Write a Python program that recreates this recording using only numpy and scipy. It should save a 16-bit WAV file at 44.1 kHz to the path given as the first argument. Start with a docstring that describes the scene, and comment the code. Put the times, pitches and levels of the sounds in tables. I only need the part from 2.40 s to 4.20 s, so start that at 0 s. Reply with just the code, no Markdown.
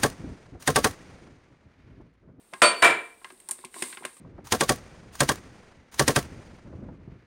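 """Utensil, worktop and foil wrapper

A steel utensil is put down on a kitchen worktop: one end lands, then the other, each with a rattle and a thin ring.
A spatula pokes into a foil wrapper of soft cheese over a mixing bowl, with small taps, crinkles and a sliding scrape.
Decaying sine modes give the rings, coloured noise bursts the knocks and taps, random impulses and hiss the scrape.
A small room answers; the close microphone has a bright port resonance and a limiter."""
import sys
import numpy as np
from scipy import signal
from scipy.fft import rfft, irfft, next_fast_len
from scipy.io import wavfile
from scipy.ndimage import uniform_filter1d, minimum_filter1d

SR = 44100
rng = np.random.default_rng(int(sys.argv[2]) if len(sys.argv) > 2 else 0)


def wav_record(signal):
    """Record a signal, one row per channel, as 16-bit PCM in the file named by sys.argv[1]."""
    frames = np.transpose(np.atleast_2d(signal))
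    bounded = np.clip(frames, -1, 1)
    # unit amplitude maps onto the largest positive 16-bit level
    quanta = np.round(bounded * 32767).astype(np.int16)
    wavfile.write(sys.argv[1], SR, quanta)


N = 79380


def undb(db):
    """Decibel law: an amplitude ratio is 10 to the power of level / 20."""
    return 10 ** (np.asarray(db) / 20)


def add(out, start_s, x):
    """Superposition: sum x into out from a start time on."""
    i = int(start_s * SR)
    out[i:i + len(x)] += x[:len(out) - i]


def fade(t, t60_s):
    """Exponential damping: amplitude is 60 dB down after t60."""
    return np.exp(-np.log(1000) * t / t60_s)


def colour(x, points):
    """Minimum-phase filtering: a causal response whose magnitude passes through (f/Hz, level/dB) points."""
    size = 2 * next_fast_len(len(x))
    hz, db = np.array(points, float).T
    f = np.maximum(np.arange(size // 2 + 1) * SR / size, 1)
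    level_db = np.interp(np.log(f), np.log(hz), db)
    cepstrum = irfft(np.log(undb(level_db)))
    # folding the cepstrum onto positive times makes the filter causal
    cepstrum[1:size // 2] *= 2
    cepstrum[size // 2 + 1:] = 0
    response = np.exp(rfft(cepstrum))
    return irfft(rfft(x, size) * response)[:len(x)]


def burst(t, t60_s):
    """Diffuse decay: exponentially damped noise, scaled to unit energy."""
    x = rng.standard_normal(len(t)) * fade(t, t60_s)
    return x / np.sqrt(np.sum(x ** 2))


def ring(t, modes, end, rise_s):
    """Modal superposition: damped sines, weighted by the end that lands, with a gradual onset."""
    waves = np.zeros(len(t))
    for k, (hz, *end_db, t60_s) in enumerate(modes):
        sign = (-1) ** k
        waves += sign * undb(end_db[end]) * np.sin(2 * np.pi * hz * t) * fade(t, t60_s)
    return waves * (1 - np.exp(-t / rise_s))


def slips(per_s):
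    """Stick-slip friction: randomly timed impulses of random size and sign, scaled to unit level."""
    happens = rng.random(N) < per_s / SR
    x = happens * rng.standard_normal(N)
    return x / np.std(x)


# spectrum of the background air noise: f/Hz, relative level/dB
AIR_SPECTRUM = [(25, -8), (55, -1), (100, -6.5), (280, 1), (450, 0), (700, -5), (2000, -10), (6000, -20.5),
                (9000, -20.5), (16000, -18.5)]
AIR_DB = -51.5


def room_air():
    """Stationary noise: the quiet, steady background of the kitchen."""
    return undb(AIR_DB) * colour(rng.standard_normal(N), AIR_SPECTRUM)


# strength of the sliding stroke: t/s, level before colouring/dB
STROKE = [(0, -67), (.1, -68.5), (.15, -57.5), (.4, -49), (.66, -57.5), (0.758, -65), (.9, -58), (.97, -61),
          (1.07, -61), (1.21, -53.5), (1.298, -67), (1.359, -45), (1.41, -40.5), (1.51, -43), (1.57, -51),
          (1.62, -55.5), (1.7, -55.5), (1.8, -56.5)]
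# spectrum of the sliding friction: f/Hz, gain/dB
FRICTION_SPECTRUM = [(60, -25.5), (180, -4.5), (350, 8), (700, -11), (1030, 5), (1350, -12), (2000, -0.5),
                     (3000, -6), (6400, -8.5), (8700, 1.5), (12000, -9.5), (16000, -11)]
# spectrum of the foil crackle: f/Hz, gain/dB
CRACKLE_SPECTRUM = [(100, -16.5), (350, 4), (1000, 1), (2200, -0.5), (4000, 8), (6500, -10.5), (9000, -7.5),
                    (16000, -18)]
SLIPS_PER_S, HISS_DB = 7500, 3.5  # hiss level relative to the slips
CRACKLES_PER_S, CRACKLE_DB, CRACKLE_T60_S = 390, -10.5, 0.0074


def scrape():
    """Friction excitation: fine slips, hiss and coarser foil crackles, all swelling with the stroke."""
    friction = slips(SLIPS_PER_S) + undb(HISS_DB) * rng.standard_normal(N)
    friction /= np.std(friction)
    one_crackle = burst(np.arange(SR // 20) / SR, CRACKLE_T60_S)
    crackle = signal.fftconvolve(slips(CRACKLES_PER_S), one_crackle)[:N]
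    stroke_t, stroke_db = np.array(STROKE).T
    stroke = undb(np.interp(np.arange(N) / SR, stroke_t, stroke_db))
    sliding = colour(friction * stroke, FRICTION_SPECTRUM)
    return sliding + undb(CRACKLE_DB) * colour(crackle * stroke, CRACKLE_SPECTRUM)


# frequencies at which each tap's spectrum is given: f/Hz
TAP_BANDS = [320, 1000, 2200, 6000, 9000]
# taps and crinkles of spatula and wrapper: t/s, then gain/dB at each of TAP_BANDS
TAP_EVENTS = [(0.129, -3, -2, -21, -46, -47), (0.1358, -3, 7, 1.5, -17, -22),
              (0.816, -23, -9.5, -21, -49, -50), (0.8452, -16.5, 3, -1, -19.5, -26),
              (0.903, -16, -8.5, -9.5, -29, -47), (0.922, -9.5, -50, -29, -36, -24),
              (1.001, -26, -32, -22, -29.5, -19.5), (1.0878, -44, -37, -18, -10.5, -4),
              (1.091, -14, 3.5, -10.5, -38, -21.5), (1.1104, -16.5, -28.5, -10, -5.5, 4),
              (1.1142, -9.5, -8, -9.5, -22, -6), (1.187, -11, -15.5, -16, -60, -44),
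              (1.240, -15.5, -0.5, -24, -54, -41), (1.248, -4, -37, -4, -15, -14.5),
              (1.342, -19, -13.5, -5.5, -24, -20.5), (1.362, -11.5, -1, -19.5, -26, -45),
              (1.4227, 6.5, 2, 9.5, -1.5, 0.5), (1.438, -5, -5, -15, -12, -17),
              (1.527, -20, -6, 0, -21.5, -33), (1.572, -11.5, -1, -1.5, -20, -52),
              (1.609, -8.5, -22, -31, -41, -48), (1.624, -12, -3.5, -27, -37, -45),
              (1.633, -20, -24, -7, -36, -42), (1.641, -5.5, -7.5, -8, -34, -44),
              (1.6508, 0, 6, 6, -8.5, -5.5), (1.768, -27, -16, -21.5, -31, -24.5)]
# modes of the bowl: f/Hz, level relative to the tap at that pitch/dB, T60/s
BOWL_MODES = [(243.5, -47, 0.16), (370.1, -36.5, 0.099), (1065, -45.5, 0.14), (1625, -49.5, 0.14),
              (2083, -49, 0.14)]
BOWL_RISE_S = 0.002
TAP_TOP_DB = -18  # at 16 kHz, relative to the highest band
TAP_SNAP_DB, TAP_BODY_DB, TAP_T60_S = -17.5, -3, 0.032
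ROOM_DB, ROOM_T60_S = -11.5, 0.21
TAP_LOW_CUT_HZ = 164


def taps():
    """Impulse excitation: a snap, a damped rattle and the room's tail, coloured by what is touched; a faint bowl."""
    out, t = np.zeros(N), np.arange(SR // 2) / SR
    for start_s, *band_db in TAP_EVENTS:
        hit = undb(TAP_BODY_DB) * burst(t, TAP_T60_S) + undb(ROOM_DB) * burst(t, ROOM_T60_S)
        hit[0] += undb(TAP_SNAP_DB)
        bowl = np.zeros(len(t))
        for hz, mode_db, t60_s in BOWL_MODES:
            level_db = mode_db + np.interp(hz, TAP_BANDS, band_db)
            bowl += undb(level_db) * np.sin(2 * np.pi * hz * t) * fade(t, t60_s)
        bowl *= 1 - np.exp(-t / BOWL_RISE_S)
        spectrum = [*zip(TAP_BANDS, band_db), (16000, band_db[-1] + TAP_TOP_DB)]
        add(out, start_s, bowl + colour(hit, spectrum))
    low_cut = signal.butter(4, TAP_LOW_CUT_HZ, "highpass", fs=SR, output="sos")
    return signal.sosfilt(low_cut, out)


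# landing of each end in turn: t/s, worktop gain/dB, steel gain/dB, low bump level/dB
END_LANDINGS = [(0.2185, -0.5, 3, -41.5), (0.4245, -1, 4.5, -35.5)]
# worktop modes: f/Hz, relative level under the first end/dB, under the second end/dB, T60/s
WORKTOP_MODES = [(346.5, -20.5, -27, 0.26), (373, -37.5, -27, 0.35), (454, -31.5, -30, 0.59),
                 (593.5, -14.5, -25.5, 0.22), (679.5, -20.5, -23.5, .33), (688, -47, -20.5, 0.35),
                 (702, -37.5, -35, 0.67), (946.4, -27.5, -23, 0.43), (1005, -16, -18, 0.33),
                 (1050, -27.5, -22.5, 0.43), (1205, -16, -40, 0.25), (1323, -13.5, -25.5, 0.24),
                 (1370, -21, -15.5, 0.34), (1435, -13, -25.5, 0.25), (1687, -29.5, -16, 0.17),
                 (1856, -22.5, -23, 0.4)]
# steel modes, whose close pairs beat: f/Hz, relative level for the first end/dB, for the second end/dB, T60/s
STEEL_MODES = [(2105, -24, -28, .27), (2298, -30, -17, .33), (2342, -23, -15, .39), (2357, -29, -18, .39),
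               (2429, -19, -33, .3), (3042, -38, -31, .25), (3760, -40, -39, .33), (4521, -22, -58, .4),
               (4529.4, -22, -58, .4), (7105, -44, -37, .3), (7150, -43, -40, .31), (8622, -32, -46, .28),
               (8629, -31, -48, .3), (8942, -43, -54, .22), (10160, -44, -52, .16), (10530, -52, -43, .22),
               (10552, -42, -41, .23), (12600, -62, -46, .2)]
WORKTOP_RISE_S, STEEL_RISE_S = 0.0075, 0.016
BUMP_HZ, BUMP_T60_S = 80, 0.066


def utensil_ring():
    """Modal excitation: each landing sets off worktop modes, steel modes and a low bump."""
    out, t = np.zeros(N), np.arange(SR) / SR
    for end, (start_s, worktop_db, steel_db, bump_db) in enumerate(END_LANDINGS):
        worktop = undb(worktop_db) * ring(t, WORKTOP_MODES, end, WORKTOP_RISE_S)
        steel = undb(steel_db) * ring(t, STEEL_MODES, end, STEEL_RISE_S)
        bump = undb(bump_db) * np.sin(2 * np.pi * BUMP_HZ * t) * fade(t, BUMP_T60_S)
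        add(out, start_s, worktop + steel + bump)
    return out


# contacts of the utensil: t/s, end that lands (0 or 1), thud gain/dB, crack gain/dB
END_CONTACTS = [(0.2187, 0, -2, -1.5), (0.2274, 0, -5, -17), (0.2454, 0, -38, -12.5),
                (0.4216, 1, -15.5, -13.5), (0.4245, 1, 0, -10), (0.4457, 1, -2, -4), (0.4640, 1, -7.5, -12),
                (0.5070, 1, -27, -19)]
# dense ringing of worktop and room under the first end: f/Hz, relative level/dB
FIRST_END_THUD = [(40, -18.5), (120, -29.5), (220, -12.5), (340, -8), (600, 0), (820, -10), (1400, 0),
                  (1800, -9), (2800, -5), (4200, -12.5), (6000, -21), (8800, -17), (12000, -32.5),
                  (16000, -58.5)]
# dense ringing of worktop and room under the second end: f/Hz, relative level/dB
SECOND_END_THUD = [(40, -33.5), (120, -20.5), (220, -16.5), (340, -6), (600, -4), (820, -8), (1400, -5.5),
                   (1800, -2.5), (2800, -10), (4200, -17.5), (6000, -30), (8800, -26), (12000, -38),
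                   (16000, -39.5)]
# spectrum of the sharp crack: f/Hz, relative level/dB
CRACK_SPECTRUM = [(40, -22), (150, -8.5), (500, -7.5), (1500, 8.5), (4000, -4.5), (9000, -20.5),
                  (16000, -28)]
THUD_T60_S, THUD_TREBLE_T60_S, THUD_SPLIT_HZ = 0.37, 0.23, 4000
CRACK_T60_S = 0.03
THUD_LOW_CUT_HZ = 95


def utensil_rattle():
    """Repeated impact: each contact gives a short crack and a thud whose treble dies faster."""
    out, t = np.zeros(N), np.arange(SR) / SR
    split = signal.butter(2, THUD_SPLIT_HZ, fs=SR, output="sos")
    for start_s, end, thud_db, crack_db in END_CONTACTS:
        dense, sharp = rng.standard_normal((2, len(t)))
        low = signal.sosfiltfilt(split, dense)
        treble = dense - low
        thud = low * fade(t, THUD_T60_S) + treble * fade(t, THUD_TREBLE_T60_S)
        thud = colour(thud, SECOND_END_THUD if end == 1 else FIRST_END_THUD)
        crack = colour(sharp * fade(t, CRACK_T60_S), CRACK_SPECTRUM)
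        add(out, start_s, undb(thud_db) * thud + undb(crack_db) * crack)
    low_cut = signal.butter(3, THUD_LOW_CUT_HZ, "highpass", fs=SR, output="sos")
    return signal.sosfilt(low_cut, out)


def scene():
    """Linear superposition: the pressures of all sources add at one microphone."""
    return (room_air() + scrape() + taps() + utensil_ring() + utensil_rattle())[None]


PORT_HZ, PORT_Q = 8790, 7.66
PORT_DB = 8  # resonant path, added to the direct sound
LIMIT_DB, LIMIT_S = -3, 0.0016  # ceiling before the top cut, smoothing time of the gain
TOP_HZ = 15600


def record(dry):
    """Resonance, gain control and band limiting: a bright port, a limiter on the peaks, a cut top."""
    port = signal.lfilter(*signal.iirpeak(PORT_HZ, PORT_Q, fs=SR), dry)
    x = dry + undb(PORT_DB) * port
    hold = max(int(LIMIT_S * SR), 2)
    gain = np.minimum(1, undb(LIMIT_DB) / np.maximum(np.abs(x), 1e-9))
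    # the lowest gain nearby is held around each peak, then smoothed
    x = x * uniform_filter1d(minimum_filter1d(gain, 2 * hold), hold)
    top_cut = signal.ellip(8, .2, 70, TOP_HZ, fs=SR, output="sos")
    return signal.sosfilt(top_cut, x)


dry = scene()
out = record(dry)
wav_record(out)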